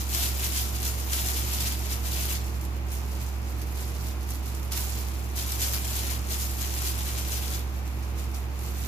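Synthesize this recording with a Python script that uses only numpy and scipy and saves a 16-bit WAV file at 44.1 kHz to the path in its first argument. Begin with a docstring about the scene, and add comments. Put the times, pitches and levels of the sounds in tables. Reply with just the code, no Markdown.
"""A kitchen: hands in loose, thin plastic gloves roll dough balls close to a stereo microphone.
The film rustles in swarms of tiny ringing snaps that swell and fade with each movement of the hands,
with sharper pops of filtered noise on top and short diffuse reflections around them.
Behind lie the hum of a compressor and the mains (sine harmonics), wavering fan tones,
and the air noise of the room (shaped noise)."""
import sys
import numpy as np
from scipy import signal
from scipy.fft import rfft, irfft, next_fast_len
from scipy.io import wavfile
from scipy.ndimage import uniform_filter1d

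SR = 44100
rng = np.random.default_rng(int(sys.argv[2]) if len(sys.argv) > 2 else 0)


def wav_record(signal):
    """Record a signal, one row per channel, as 16-bit PCM in the file named by sys.argv[1]."""
    frames = np.transpose(np.atleast_2d(signal))
    bounded = np.clip(frames, -1, 1)
    # unit amplitude maps onto the largest positive 16-bit level
    quanta = np.round(bounded * 32767).astype(np.int16)
    wavfile.write(sys.argv[1], SR, quanta)


N = 391166   # length in samples


def amp(db):
    """dB to gain."""
    return 10 ** (np.asarray(db) / 20)


def rms_one(x):
    """Scale to unit rms."""
    return x / np.sqrt(np.mean(x ** 2) + 1e-20)


def at_hz(points, hz):
    """Read a curve of (f/Hz, value) on a log-frequency axis."""
    p = np.array(points)
    return np.interp(np.log(np.maximum(hz, 1)), np.log(np.maximum(p[:, 0], 1)), p[:, 1])


def sides(pan_db):
    """Left and right gains for a left-right level difference in dB."""
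    return amp(np.multiply.outer([.5, -.5], pan_db))


def drift(rate_hz):
    """Slow random wander with rms 1: noise through two equal low-pass poles, run every 40 samples."""
    step, settle = 40, 4000
    pole = np.exp(-2 * np.pi * rate_hz * step / SR)
    noise = rng.standard_normal(N // step + settle + 2)
    slow = signal.lfilter([1], [1, -2 * pole, pole * pole], noise)[settle:]
    return np.interp(np.arange(N) / step, np.arange(len(slow)), rms_one(slow))


def colour(x, gain):
    """Multiply the spectrum by gain(Hz)."""
    size = next_fast_len(N + 4096)
    hz = np.arange(size // 2 + 1) * SR / size
    return irfft(rfft(x, size) * gain(hz), size)[..., :N]


COMPRESSOR_HZ, MAINS_HZ = 66.917, 59.98
# Harmonics of the compressor: (multiple of its f, rms level/dB, left-right level/dB)
COMPRESSOR_HARMONICS = [(1, -30, -4.0), (2, -63, -3.5), (3, -51, -1.5), (4, -60, -5.0), (5, -57, .8),
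                        (6, -62, -2.0), (7, -68, 3.0), (8, -70, -9.0), (9, -71, .7), (11, -70, 7.0)]
# Harmonics of the mains: (multiple of its f, rms level/dB, left-right level/dB)
MAINS_HARMONICS = [(2, -56, -1.5), (4, -63, -10), (8, -72, -10), (10, -74.5, 5)]


def compressor_and_mains():
    """Two harmonic rows of sines at fixed pitch, their level breathing slightly together."""
    t, out = np.arange(N) / SR, np.zeros((2, N))
    load = amp(.35 * drift(.7))
    lead = np.array([[.1], [-.1]])   # radians: the left port is reached a little earlier
    for base_hz, rows in ((COMPRESSOR_HZ, COMPRESSOR_HARMONICS), (MAINS_HZ, MAINS_HARMONICS)):
        for multiple, level_db, pan_db in rows:
            phase = 2 * np.pi * (multiple * base_hz * t + rng.random())
            gain = np.sqrt(2) * amp(level_db) * sides(pan_db)[:, None]
            out += gain * load * np.sin(phase + lead)
    return out


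# Tones of fans and motors: (mean f/Hz, typical rms level/dB, left-right level/dB, rms waver of f/Hz)
FAN_TONES = [(57.3, -53, -3.1, .3), (59.2, -57, -4.9, .2), (109.9, -43.5, -1.7, .35),
             (115.2, -55, -2.2, .4), (116.3, -51, -3.1, .4), (219.6, -59, -1.9, .7), (249.0, -58, -2.9, .7),
             (329.7, -59, -3.5, 1.0)]


def fans():
    """Single motor tones: the speed wavers, so each pitch wanders, and the level drifts as well."""
    out = np.zeros((2, N))
    for hz, level_db, pan_db, waver_hz in FAN_TONES:
        cycles = np.cumsum(hz + waver_hz * drift(0.411)) / SR
        phase = 2 * np.pi * (cycles + rng.random())
        level = np.sqrt(2) * amp(level_db + 1.07 * drift(2.3))
        out += level * sides(pan_db)[:, None] * np.sin(phase)
    return out


AIR_DB = -40   # rms level of the air noise
# Broad spectrum of the air noise: (f/Hz, relative level/dB per Hz)
AIR_SPECTRUM = [(20, -12), (45, -8), (80, -1.5), (130, -5), (190, -8.5), (350, -7.5), (510, -15),
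                (750, -8.5), (1200, -12), (1700, -17), (2500, -16), (3300, -23), (7300, -27), (8500, -35),
                (12500, -27), (15000, -32)]
# Low resonances of the room: (f/Hz, width/Hz, lift/dB)
ROOM_RESONANCES = [(142.3, 7.6, 5.5), (164.2, 8.4, 12), (217, 8, 0), (245, 6, 3), (305, 21, 6),
                   (373, 13.5, 7), (414.3, 7.8, 7.5), (468, 10, 10.5), (554, 16, 7.5)]
# Stereo width of the air noise: (f/Hz, left-right correlation: 1 is mono, 0 is wide)
AIR_CORRELATION = [(60, 0.97), (130, 1), (290, 0.66), (640, 0.4), (1410, -0.11), (3100, -0.095),
                   (6820, -0.093), (15000, -0.054)]
# Stereo lean of the air noise: (f/Hz, left-right level/dB)
AIR_LEAN = [(60, -7.5), (110, -7), (200, 1), (380, -0.5), (700, 0.5), (1290, -1.5), (2380, -0.5),
            (4400, -0.5), (8120, -1.5), (15000, 4)]


def air():
    """Ventilation noise, lifted at the room's low modes; nearly mono in the bass, wide in the treble."""
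    def shape(hz):
        lift = sum(db / (1 + ((hz - f) / (w / 2)) ** 2) for f, w, db in ROOM_RESONANCES)
        return amp(at_hz(AIR_SPECTRUM, hz) + lift)

    def alike(hz):
        return np.clip(at_hz(AIR_CORRELATION, hz), -.99, .99)

    white = rng.standard_normal((2, N))
    mid = colour(white[0], lambda hz: shape(hz) * np.sqrt(1 + alike(hz)))
    side = colour(white[1], lambda hz: shape(hz) * np.sqrt(1 - alike(hz)))
    both = colour(np.array([mid + side, mid - side]), lambda hz: sides(at_hz(AIR_LEAN, hz)))
    return amp(AIR_DB) * rms_one(both)


KITCHEN_T60_S, KITCHEN_DB = .2, -6   # decay time; reflections against the direct sound


def kitchen(x, count=12):
    """Diffuse reflections: dying noise tails, crossfaded in turn because the hands keep moving."""
    t = np.arange(SR // 2) / SR
    turn = np.arange(N) / SR * 7.0   # seven new tails a second
    out = 0
    for k in range(count):
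        tail = rng.standard_normal((2, len(t))) * amp(-60 * t / KITCHEN_T60_S)
        tail = tail * (t > .004)   # the first reflections come after 4 ms
        tail = tail / np.sqrt(np.sum(tail ** 2, axis=1, keepdims=True))
        window = np.sqrt(np.clip(1 - np.abs((turn - k) % count - 1), 0, 1))
        out = out + signal.fftconvolve(x * window, tail, axes=1)[:, :N]
    return out


# Path of the hands across the stereo image: (t/s, delay of the right port/samples)
HAND_PATH = [(0, 14), (2.3, 14), (2.6, 7), (4.4, 8), (4.7, 1), (5.1, 12), (5.5, 14), (7.6, 14), (8.0, 8),
             (8.87, 5)]


def port_lag():
    """Samples by which the right microphone port hears the hands later than the left."""
    return np.interp(np.arange(N) / SR, *np.transpose(HAND_PATH))


# Tone of the plastic film at the microphone: (f/Hz, relative level/dB per Hz)
FILM_SPECTRUM = [(350, -24), (600, -9), (746, -5), (820, -25), (952, -5.5), (1180, -12.5), (1270, -5.5),
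                 (1680, -6), (2430, -4), (4790, -2), (6200, -1), (7500, -1), (8360, -6), (12700, 0.5),
                 (15400, -7)]


def film_gain(hz):
    """Colour of the thin film, bright because its folds are small."""
    return amp(at_hz(FILM_SPECTRUM, hz))


POP_SWELL_S, POP_FADE_S = .0012, .002   # time constants
POP_LOW_DB, POP_PAN_SPREAD_DB = -4, 1.5   # trim below 5 kHz; left-right scatter
STRAY_PER_S, STRAY_DB, STRAY_SPREAD_DB = 25.0, 7.0, 1   # impulse level against the rustle of the moment
# The clearest single folds that pop out of the rustle: (t/s, impulse level/dB ahead of the envelope)
CLEAR_POPS = [(0.0917, -32), (0.1473, -20), (0.395, -26), (0.4424, -25), (0.615, -26), (0.7527, -38),
              (0.829, -23.5), (0.8634, -34), (1.1283, -24), (1.3438, -27), (1.5344, -32), (1.6198, -29),
              (2.6095, -34), (2.6504, -30), (2.7651, -37.5), (2.8838, -35), (2.9173, -28), (2.9836, -34),
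              (3.2021, -39), (3.2241, -41), (3.495, -38), (3.6162, -34), (3.708, -38), (3.7524, -38),
              (4.0841, -28), (4.2288, -34), (4.2887, -32), (4.3545, -33), (4.4782, -33), (4.5476, -37),
              (4.6294, -33), (5.0833, -34), (5.3627, -24), (5.5194, -24), (5.6058, -22), (5.8446, -29),
              (5.9549, -25), (6.0686, -26), (6.3255, -29), (7.1751, -33), (7.5921, -29), (7.8765, -33),
              (8.1853, -33), (8.314, -39), (8.3439, -33), (8.59, -30.5), (8.6378, -35)]


def pops(level_db, pan_db):
    """Single folds: flurries of film noise, lows trimmed, that build up and die within milliseconds."""
    stray = rng.random(N) < STRAY_PER_S / SR
    strength = stray * amp(level_db + STRAY_DB + STRAY_SPREAD_DB * rng.standard_normal(N))
    for s, pop_db in CLEAR_POPS:
        strength[round(s * SR)] = amp(pop_db)
    envelope = strength * sides(pan_db + POP_PAN_SPREAD_DB * rng.standard_normal(N))
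    swell, fade = np.exp(-1 / (POP_SWELL_S * SR)), np.exp(-1 / (POP_FADE_S * SR))
    envelope = signal.lfilter([1], [1, -fade], envelope + 1e-18)
    envelope = signal.lfilter([1 - swell], [1, -swell], envelope)
    film = rms_one(colour(rng.standard_normal((2, N)), film_gain))
    low = colour(film, lambda hz: 1 / (1 + (hz / 5000) ** 6))
    return envelope * (film - low + amp(POP_LOW_DB) * low)


RESTING_DB = -62   # the film creeps even while the hands are still
# Each squeeze or turn of the hands:
# (peak t/s, rustle level/dB, time to rise 10 dB/ms, time to fall 10 dB/ms, large folds against fine/dB)
HAND_MOVES = [(0.004, -34.5, 53, 43, 3), (0.147, -30.0, 65, 131, 0), (0.233, -27.0, 89, 85, 1.5),
              (0.448, -28.0, 78, 55, 0.5), (0.577, -28.0, 84, 112, 0), (0.756, -38.5, 26, 44, 7),
              (0.858, -30.5, 86, 115, 0), (0.989, -39.5, 36, 270, 1), (1.128, -28.5, 41, 167, 0),
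              (1.195, -31.0, 67, 49, -0.5), (1.265, -32.0, 32, 135, 2), (1.364, -32.0, 50, 117, 0),
              (1.535, -33.0, 63, 50, -2), (1.675, -32.5, 289, 49, 2), (1.726, -34.0, 327, 40, 1.0),
              (1.929, -33.0, 167, 61, 1.5), (2.059, -36.0, 33, 232, 2), (2.17, -32.5, 94, 126, 2),
              (2.321, -31.5, 196, 64, 1.5), (2.446, -48.0, 24, 198, 4), (2.659, -45.5, 179, 10, -8),
              (2.775, -50.5, 217, 19, -2.5), (2.929, -39.0, 41, 151, -2), (3.113, -45.5, 31, 149, 1.0),
              (3.218, -41.5, 102, 118, -3), (3.509, -44.5, 128, 22, 1.0), (3.624, -42.0, 90, 24, -3),
              (3.668, -45.0, 19, 218, -7), (3.778, -39.5, 28, 219, 2), (4.097, -40.5, 172, 43, -0.5),
              (4.24, -47.0, 73, 26, -0.5), (4.307, -37.5, 38, 80, -3), (4.461, -41.0, 38, 155, -3),
              (4.547, -44.0, 6, 52, -2), (4.637, -49.5, 13, 381, -3), (4.72, -31.0, 6, 64, 5.5),
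              (4.773, -31.5, 12, 174, -4), (4.978, -38.0, 204, 110, 2), (5.09, -43.5, 55, 341, 1.5),
              (5.376, -30.5, 17, 75, 2), (5.514, -32.5, 114, 119, -1), (5.621, -26.0, 37, 99, -3),
              (5.759, -32.0, 125, 54, 1), (5.847, -38.5, 23, 149, 2), (5.966, -33.0, 135, 34, 0),
              (6.108, -32.0, 282, 82, 1), (6.322, -30.5, 47, 76, 1.0), (6.409, -31.5, 54, 164, -3),
              (6.555, -41.5, 18, 234, -4), (6.614, -33.0, 36, 221, 2), (6.787, -34.5, 46, 36, 5),
              (6.878, -29.5, 95, 44, -1.5), (7.002, -37.0, 258, 45, 2), (7.088, -35.0, 126, 55, 2.5),
              (7.183, -34.0, 109, 61, 1.5), (7.336, -33.5, 142, 114, 2.5), (7.552, -35.5, 361, 59, 3),
              (7.771, -48.5, 115, 40, 0), (7.873, -48.0, 66, 138, -2), (8.038, -47.0, 85, 124, -0.5),
              (8.193, -41.5, 33, 78, 3), (8.358, -41.0, 34, 58, 0.0), (8.654, -40.0, 85, 207, -3),
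              (8.82, -40.0, 85, 322, 3)]


def moves():
    """Swells of all moves add in power; the louder a move, the more it sets the balance of fold sizes."""
    t = np.arange(0, N + 40, 40) / SR
    power, large = amp(2 * RESTING_DB), 0
    for s, level_db, rise_ms, fall_ms, large_db in HAND_MOVES:
        ms_per_10_db = np.where(t < s, max(rise_ms, 1), max(fall_ms, 1))
        away = 1000 * np.abs(t - s) / ms_per_10_db
        swell = amp(2 * (level_db - 10 * away))
        power = power + swell
        large = large + swell * large_db
    curves = (10 * np.log10(power), large / power)
    return [np.interp(np.arange(N) / SR, t, c) for c in curves]


def snaps(per_s, spread_db, large_db):
    """Buckling folds: random clicks, each ringing a few cycles at a pitch set by the fold's size."""
    born = np.flatnonzero(rng.random(N) < per_s / SR)
    size = amp(spread_db * np.minimum(rng.exponential(1, len(born)), 4.0))
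    aim = rng.standard_normal((3, len(born)))   # strength and sign: shared, left, right
    pitches_hz, dealt = np.geomspace(600, 15000, 15), rng.integers(0, 15, len(born))
    out = np.zeros((2, N))
    for k, hz in enumerate(pitches_hz):
        large, pick = 1 - k / 14, dealt == k   # large: 1 for the lowest pitch, 0 for the highest
        # large folds radiate evenly; small ones give each port its own share and sign of a snap
        share = np.clip(0.018 + 1.19 * large ** 2, 0, 1)
        strength = size[pick] * (np.sqrt(share) * aim[0, pick] + np.sqrt(1 - share) * aim[1:, pick])
        # folds of one size come in spells, so the colour shifts from crinkle to crinkle
        patch_db = 0.59 * drift(6.1)
        clicks = np.full((2, N), 1e-18)
        clicks[:, born[pick]] = strength * amp(large_db[born[pick]] * large + patch_db[born[pick]])
        r, w = np.exp(-np.pi * hz / 3.5 / SR), 2 * np.pi * hz / SR   # resonance with Q of 3.5
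        ring_in = np.array([1, 0, -1]) * (1 - r * r) / 2
        out += signal.lfilter(ring_in, [1, -2 * r * np.cos(w), r * r], clicks)
    return out


def flatten(x):
    """Gain by frequency that takes out a sound's own average colour and puts in that of the film."""
    hz, power = signal.welch(x, SR, nperseg=256)
    own = np.sqrt(power.mean(axis=0))
    return lambda f: film_gain(f) / np.interp(f, hz, own + 1e-12)


def gloves(level_db, large_db, pan_db):
    """Stronger movement buckles the film more often and louder; the snaps come in clumps."""
    per_s = 12000 * amp(.5 * (level_db + 31) + 2.5 * drift(25))
    swarm = snaps(per_s, spread_db=-2.0, large_db=large_db)
    swarm = swarm / np.sqrt(uniform_filter1d(per_s, size=4000))   # even out, so level_db sets the swell
    return rms_one(colour(swarm, flatten(swarm))) * amp(level_db) * sides(pan_db)


PAN_DB_PER_SAMPLE, CENTRE_LAG = 0.41, 10   # later on the right leans left; even at a lag of 10 samples


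def scene():
    """Gloves near the microphone, with the room; hum, fans and air behind."""
    lag = port_lag()
    level_db, large_db = moves()
    pan_db = PAN_DB_PER_SAMPLE * (lag - CENTRE_LAG)
    near = gloves(level_db, large_db, pan_db) + pops(level_db, pan_db)
    heard = np.arange(N) - np.round(lag).astype(int)
    near[1] = near[1][np.maximum(heard, 0)]
    behind = compressor_and_mains() + fans() + air()
    return near + amp(KITCHEN_DB) * kitchen(near) + behind


CUTOFF_HZ = 15470


def record(dry):
    """A mild noise suppressor turns all down by up to 1.2 dB in quiet treble; the top is cut steeply."""
    treble = signal.sosfilt(signal.butter(2, 3000, "high", fs=SR, output="sos"), dry)
    slow = np.exp(-1 / (.3 * SR))   # 0.3 s smoothing
    power = signal.lfilter([1 - slow], [1, -slow], np.mean(treble ** 2, axis=0), zi=[3e-4])[0]
    level_db = 10 * np.log10(power)
    gain = amp(-1.2 * np.clip((-30 - level_db) / 8, 0, 1))
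    top_cut = signal.ellip(12, .3, 70, CUTOFF_HZ, fs=SR, output="sos")
    return signal.sosfilt(top_cut, dry * gain)


dry = scene()
out = record(dry)
wav_record(out)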